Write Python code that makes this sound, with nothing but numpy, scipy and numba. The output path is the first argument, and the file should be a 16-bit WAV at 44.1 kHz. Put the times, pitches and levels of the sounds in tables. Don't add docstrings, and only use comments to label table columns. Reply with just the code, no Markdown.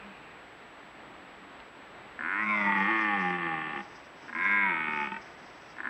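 import sys
import numpy as np
from scipy import signal
from scipy.fft import rfft, irfft, next_fast_len
from scipy.io import wavfile
from scipy.ndimage import uniform_filter1d, map_coordinates
from numba import njit

SR = 44100
rng = np.random.default_rng(int(sys.argv[2]) if len(sys.argv) > 2 else 0)


def write(x):
    x = np.atleast_2d(x).T
    wavfile.write(sys.argv[1], SR, np.round(np.clip(x, -1, 1) * 32767).astype(np.int16))

N = 259749
TIME = np.arange(N) / SR

# frequency in Hz, relative level in dB.
AIR_SPECTRUM = [(15, -51), (25, -23), (54, -7), (92, -12.5), (137, -7), (212, -6), (327, -2), (363, -3.5),
                (428, -4.5), (495, -5), (690, -3.5), (942, -4), (1210, -5), (1990, -6.5), (3550, -17.5),
                (4620, -26), (7810, -120)]
HISS_SPECTRUM = [(3500, -30), (4800, -1), (5800, -6.5), (7000, -14.5), (8500, -23)]
RUSTLE_SPECTRUM = [(1800, -39.5), (2400, 6), (2850, 0.5), (3500, -39.5)]
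TICK_SPECTRUM = [(1800, -22.5), (2900, 6), (4200, -2), (7000, -40)]
PUFF_SPECTRUM = [(200, -12), (700, 0)]
HOARSE_SPECTRUM = [(2450, -25.5), (2800, 14.5), (3300, 2), (3900, -18.5), (4450, -10), (5000, -27)]
BIRD_SPECTRUM = [(3800, -15), (4900, 6), (5900, 2.5), (6700, -9.5), (7600, -43.5)]
TAPE_SPECTRUM = [(30, 0), (8000, 0), (15000, -1.1)]
# time in seconds, level in dB.
RUSTLE_FADE = [(0, -56.5), (.25, -60.5), (.6, -77.5)]
# centre and half length in seconds, pitch in Hz, harmonics 2 and 3 in dB.
FAR_CALLS = [(.08, 0.059, 98, -50, -69), (1.07, 0.22, 102.2, -63, -59), (1.41, 0.097, 96.9, -57, -54)]
# centre in Hz, level in dB, base width in Hz,
# dB gained per dB of effort, level within a knock in dB.
THROAT_MODES = [(251.4, -17.5, 21.5, 0.61, -21), (317, -12.5, 37, 0.84, -21.5), (502, -33, 40, 1.43, -39),
                (1035, -11.5, 18.8, 0.6242, -15.5), (1523, 2, 73, 1.25, -3.5), (1652, -3, 36, 1.01, -4.5),
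                (1752, 0, 66, 1.5, 0.5), (2030, -1, 92, 1.5, -6), (2360, -11.5, 57, 1.43, -20),
                (2670, -20, 65, 0.65, -24), (3600, -39, 220, 0.94, -35.5), (4900, -52.5, 65, 2.5, -58)]
# centre in Hz and level in dB with the mouth wide open,
# then the same with the larynx sunk.
SHAPES_A = [(203.4, -10, 188.7, -6.5), (322, -22, 343, -6.5), (530, -41.5, 490, -14.5),
            (1062, -6.5, 810, -7.5), (1206, -10.5, 1159, -3), (1400, -4.5, 1435, -12),
            (2200, -0.5, 1805, -1.5), (2297, -7, 2020, -4), (2460, -13.5, 2390, -10.5),
            (2520, -21.5, 2640, -9.5), (3660, -15.5, 3080, -14.5), (4800, -38, 4400, -31.5)]
SHAPES_B = [(220, -16.5, 195, -9.5), (328.3, -20.5, 357, -12), (535, -29, 510, -24),
            (1030, -10.5, 865, -9.5), (1408, -9.5, 1235, -3), (1616, 0, 1455, -6), (1980, -7, 1820, -2),
            (2157, -0.5, 2230, -0.5), (2340, -18.5, 2510, -1), (2470, -24, 3100, -12.5),
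            (3583, -17, 3380, -17), (4670, -46.5, 2400, -41)]
# start, opening time, hold and sinking time constant in seconds,
# nose level in dB.
GESTURES = [(2.332, 0.1575, 0.026, 0.18, -35.5), (4.239, 0.1862, 0.174, 0.16, -44)]
# time in seconds, relative level in dB.
GLOTTAL_KNOCKS = [(2.1914, -27), (2.2086, -24.5), (4.2824, -33), (4.294, -29), (4.3279, -26), (5.1412, -29),
                  (5.1633, -28.5), (5.7678, -38), (5.785, -31), (5.7938, -36.5), (5.8038, -25),
                  (5.833, -29.5), (5.8446, -28.5), (5.8552, -23.5), (5.8719, -22), (5.8865, -30.5)]
# time in seconds, pitch in Hz.
FOLD_RATE_A = [(2.223, 75.1), (2.3, 92.8), (2.332, 97.9), (2.398, 106.6), (2.45, 107.4), (2.578, 104.3),
               (2.64, 100.5), (2.684, 101.6), (2.79, 97.64), (2.848, 99.1), (2.896, 111.7), (2.986, 109.9),
               (3.154, 100.1), (3.224, 90.6), (3.36, 88.4), (3.528, 79.92), (3.71, 76.85), (3.81, 64.24)]
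FOLD_RATE_B = [(4.35, 79.03), (4.444, 95.2), (4.488, 99.9), (4.53, 101.6), (4.59, 101.2), (4.644, 98.2),
               (4.682, 94.8), (4.73, 81.93), (4.766, 80.52), (5.04, 71.77), (5.12, 61.13)]
# centre and half length in seconds, added roughness.
HARSH_SPELLS = [(2.45, .03, .1), (2.73, .095, .42), (2.86, .04, .1)]
# time in seconds, level in dB.
DRIVE_A = [(2.23, -41), (2.238, -37), (2.416, -31.5), (2.46, -34.5), (2.494, -31), (2.938, -30),
           (2.99, -30.5), (3.012, -30.5), (3.354, -34.5), (3.38, -37.5), (3.43, -34), (3.748, -38.5),
           (3.762, -36.5), (3.82, -42.5)]
DRIVE_B = [(4.35, -37), (4.464, -29.5), (4.642, -29.5), (4.778, -34.5), (5.062, -37), (5.116, -50),
           (5.12, -41)]
HOARSE_DB = (-50, -25, -10.5)
# frequency in Hz, gain in dB.
DISTANCE_COLOUR = [(80, -10), (125, -11.5), (165, -4), (260, 0.5), (360, -4), (450, -9), (680, -9),
                   (800, 1.5), (1600, -1), (2200, -1.5), (2650, -2), (2830, -8), (3300, -4.5), (3600, -6.5),
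                   (4000, -12), (4500, -17), (5200, -27), (8000, -43.5)]
# frequency in Hz, seconds to fall 60 dB.
GROUND_DECAY = [(200, .04), (3000, .04)]
TREE_DECAY = [(200, 0.22), (1500, 1), (5000, 0.043)]
# start, length and note spacing in seconds, level in dB.
BIRD_BOUTS = [(2.467, .85, .19, -66), (3.82, .8, .225, -66.5), (5.036, .75, 0.2065, -65.5)]


def amp(db):
    return 10 ** (np.asarray(db) / 20)


def unit(x):
    return x / np.sqrt(np.mean(x ** 2) + 1e-20)


def along(points, hz):
    f, v = np.transpose(points)
    return np.interp(np.log(hz + 1), np.log(f + 1), v)


def curve(rows):
    return np.interp(TIME, *np.transpose(rows))


def bell(s, half_s):
    return np.exp(-((TIME - s) / half_s) ** 2)


def wobble(rate):
    return map_coordinates(rng.standard_normal(int(N * rate / SR) + 4), [TIME * rate])


def filtered(x, response):
    size = next_fast_len(N + SR // 2)
    return irfft(rfft(x, size) * response(np.fft.rfftfreq(size, 1 / SR)), size)[:N]


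def coloured(x, spectrum):
    return filtered(x, lambda hz: amp(along(spectrum, hz)))


def noise(spectrum):
    return unit(coloured(rng.standard_normal(N), spectrum))


def impulses(times, sizes):
    return np.bincount(np.clip(np.round(times * SR).astype(int), 0, N - 1), sizes, N)


def steady(x, size=1300):
    power = np.abs(uniform_filter1d(uniform_filter1d(x * x, size), size))
    return x / np.sqrt(power + 1e-3 * power.mean() + 1e-20)


def air(db=-49.5, hiss_db=-76.5):
    rush = noise(AIR_SPECTRUM) * amp(db + .25 * wobble(3) + .55 * wobble(11))
    return rush + amp(hiss_db) * noise(HISS_SPECTRUM)


def rustle():
    return amp(curve(RUSTLE_FADE) + wobble(30)) * noise(RUSTLE_SPECTRUM)


def far_stag(sag_hz_per_s=50, waver=0.019, fading_db=5.0):
    calls, unsteady = np.zeros(N), 1 + waver * wobble(29)
    for s, half_s, hz, second_db, third_db in FAR_CALLS:
        pitch = (hz - sag_hz_per_s * (TIME - s)) * unsteady
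        phase = 2 * np.pi * np.cumsum(pitch) / SR
        calls += bell(s, half_s) * (amp(second_db) * np.sin(2 * phase) + amp(third_db) * np.sin(3 * phase))
    return calls * amp(fading_db * wobble(16.2))


def grass_tick(start_s=1.602, db=-39.0, t60_s=0.011):
    envelope = (TIME >= start_s) * amp(db - 60 * np.abs(TIME - start_s) / t60_s)
    return coloured(rng.standard_normal(N) * envelope, TICK_SPECTRUM)


@njit
def resonate(x, hz, width):
    y, state = np.zeros(len(x)), 0j
    for i in range(1, len(x)):
        state = state * np.exp((2j * np.pi * hz[i] - np.pi * width[i]) / SR) + x[i]
        y[i] = state.imag
    return y


def formant(x, hz, width):
    broad = np.minimum(5 * width, 480)
    ring = resonate(resonate(x, hz, width), hz, broad)
    return np.gradient(ring) * broad / hz


def posture(gesture):
    start, open_s, hold_s, sink_s, _ = gesture
    opened = np.clip((TIME - start) / open_s, 0, 1)
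    sunk = 1 - np.exp(-np.maximum(TIME - start - open_s - hold_s, 0) / sink_s)
    return np.array([1 - opened, opened - sunk, sunk])


def throat(relax_s=.2, lift=.04, lift_s=0.076, narrow_damping=2.38):
    rest_hz, rest_db, widths, *_ = np.transpose(THROAT_MODES)
    hz, db, narrow = np.outer(rest_hz, np.ones(N)), np.outer(rest_db, np.ones(N)), np.ones(N)
    for pitch, gesture, shapes in zip([FOLD_RATE_A, FOLD_RATE_B], GESTURES, [SHAPES_A, SHAPES_B]):
        open_hz, open_db, sunk_hz, sunk_db = np.transpose(shapes)
        end = pitch[-1][0]
        held = (TIME > gesture[0]) & (TIME < end + relax_s)
        shares = posture(gesture)[:, held]
        hz[:, held] = np.transpose([rest_hz, open_hz, sunk_hz]) @ shares
        db[:, held] = np.transpose([rest_db, open_db, sunk_db]) @ shares
        hz[:, held] *= 1 + lift * np.clip((TIME[held] - end) / lift_s + .5, 0, 1)
        narrow[held] = shares[0]
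    damping = 1 + (narrow_damping - 1) * np.outer(rest_hz > 600, narrow)
    return list(zip(hz, widths[:, None] * damping, db))


def knocks(tract, db=2.0, rebound_s=0.00342, rebound_db=-12.5):
    s, peak_db = np.transpose(GLOTTAL_KNOCKS)
    pops = impulses(s, amp(peak_db)) + impulses(s + rebound_s, amp(peak_db + rebound_db))
    return sum(amp(db + knock_db + mode_db - rest_db) * formant(pops, hz, width)
               for (hz, width, mode_db), (_, rest_db, *_, knock_db) in zip(tract, THROAT_MODES))


def folds(pitch, base_roughness=.05, fray=.28, fray_s=.14, rasp=0.8):
    start, end = pitch[0][0], pitch[-1][0]
    harsh = sum(more * bell(s, half_s) for s, half_s, more in HARSH_SPELLS)
    rough = base_roughness + fray * np.exp(np.minimum(TIME - end, 0) / fray_s) + harsh
    sounding = (TIME >= start) & (TIME <= end)
    cycles = np.cumsum(curve(pitch) * sounding) / SR
    closures = np.flatnonzero(np.diff(np.ceil(cycles)))
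    jitter, shimmer = rng.standard_normal((len(closures), 2)).T
    times = TIME[closures] + .00045 * rough[closures] * jitter
    sizes = amp((.8 + 5 * rough[closures]) * shimmer)
    puffs = unit(noise(PUFF_SPECTRUM) * sounding * (.4 + np.exp(-3 * (cycles % 1))))
    return unit(impulses(times, sizes)) + rasp * rough * puffs


def hoarseness(source, gesture, push_db, end, growth=0.89, wheeze_db=4.5, wheeze_s=0.27):
    bursts = np.sqrt(np.abs(uniform_filter1d(source ** 2, size=300)))
    spent_db = wheeze_db * np.exp(np.minimum(TIME - end, 0) / wheeze_s)
    level_db = np.dot(HOARSE_DB, posture(gesture)) + growth * push_db + spent_db
    return amp(level_db) * steady(bursts * noise(HOARSE_SPECTRUM))


def nose(source, gesture, hz=609, width_hz=50., lag_s=0.089, half_s=0.13):
    start, open_s, hold_s, _, db = gesture
    ring = steady(formant(source, np.full(N, hz), np.full(N, width_hz)))
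    return amp(db) * bell(start + open_s + hold_s + lag_s, half_s) * ring


def roar(pitch, effort, gesture, tract, db, usual_effort_db=-38.5, low_modes=4):
    source = folds(pitch)
    push_db = curve(effort) - usual_effort_db
    voice = np.zeros(N)
    for k, ((hz, width, mode_db), (*_, growth, _)) in enumerate(zip(tract, THROAT_MODES)):
        ring = formant(source, hz, width)
        ring = ring * np.sqrt(4 * np.pi * width / SR) if k < low_modes else steady(ring)
        voice += amp(mode_db + growth * push_db) * ring
    voice += hoarseness(source, gesture, push_db, end=pitch[-1][0])
    return amp(db + usual_effort_db) * voice + nose(source, gesture)


def echo(x, decay, delay_s):
    hz, t, spectra = signal.stft(rng.standard_normal(SR), SR, nperseg=256)
    tail = signal.istft(spectra * amp(-60 * t / along(decay, hz)[:, None]), SR, nperseg=256)[1]
    response = np.pad(tail / np.linalg.norm(tail), (int(delay_s * SR), 0))
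    return signal.fftconvolve(x, response)[:N]


def bird(half_s=0.072, flutter_db=2.5, jitter_s=.02):
    power = sum(amp(level) ** 2 * bell(s + jitter_s * rng.standard_normal(), half_s)
                for first, length, gap, level in BIRD_BOUTS for s in np.arange(first, first + length, gap))
    return noise(BIRD_SPECTRUM) * amp(flutter_db * wobble(60)) * np.sqrt(power)


def scene():
    tract = throat()
    first = roar(FOLD_RATE_A, DRIVE_A, GESTURES[0], tract, db=-1.49)
    second = roar(FOLD_RATE_B, DRIVE_B, GESTURES[1], tract, db=-0.94)
    stag = coloured(first + second + knocks(tract), DISTANCE_COLOUR)
    ground = amp(-16) * echo(stag, GROUND_DECAY, delay_s=.003)
    trees = amp(-22) * echo(stag, TREE_DECAY, delay_s=.04)
    return (stag + ground + trees + far_stag() + bird() + rustle() + grass_tick() + air())[None]


def record(dry):
    whine_hz, field_hz, top_hz = 7796, 59.94, 15720
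    polarity = np.sign(np.sin(np.pi * field_hz * (TIME - .006)))
    whine = amp(-71.5) * np.sin(2 * np.pi * whine_hz * TIME) * polarity
    hiss = amp(-87) * noise(TAPE_SPECTRUM)
    return filtered(dry[0] + whine + hiss, lambda hz: hz < top_hz)[None]


dry = scene()
out = record(dry)
write(out)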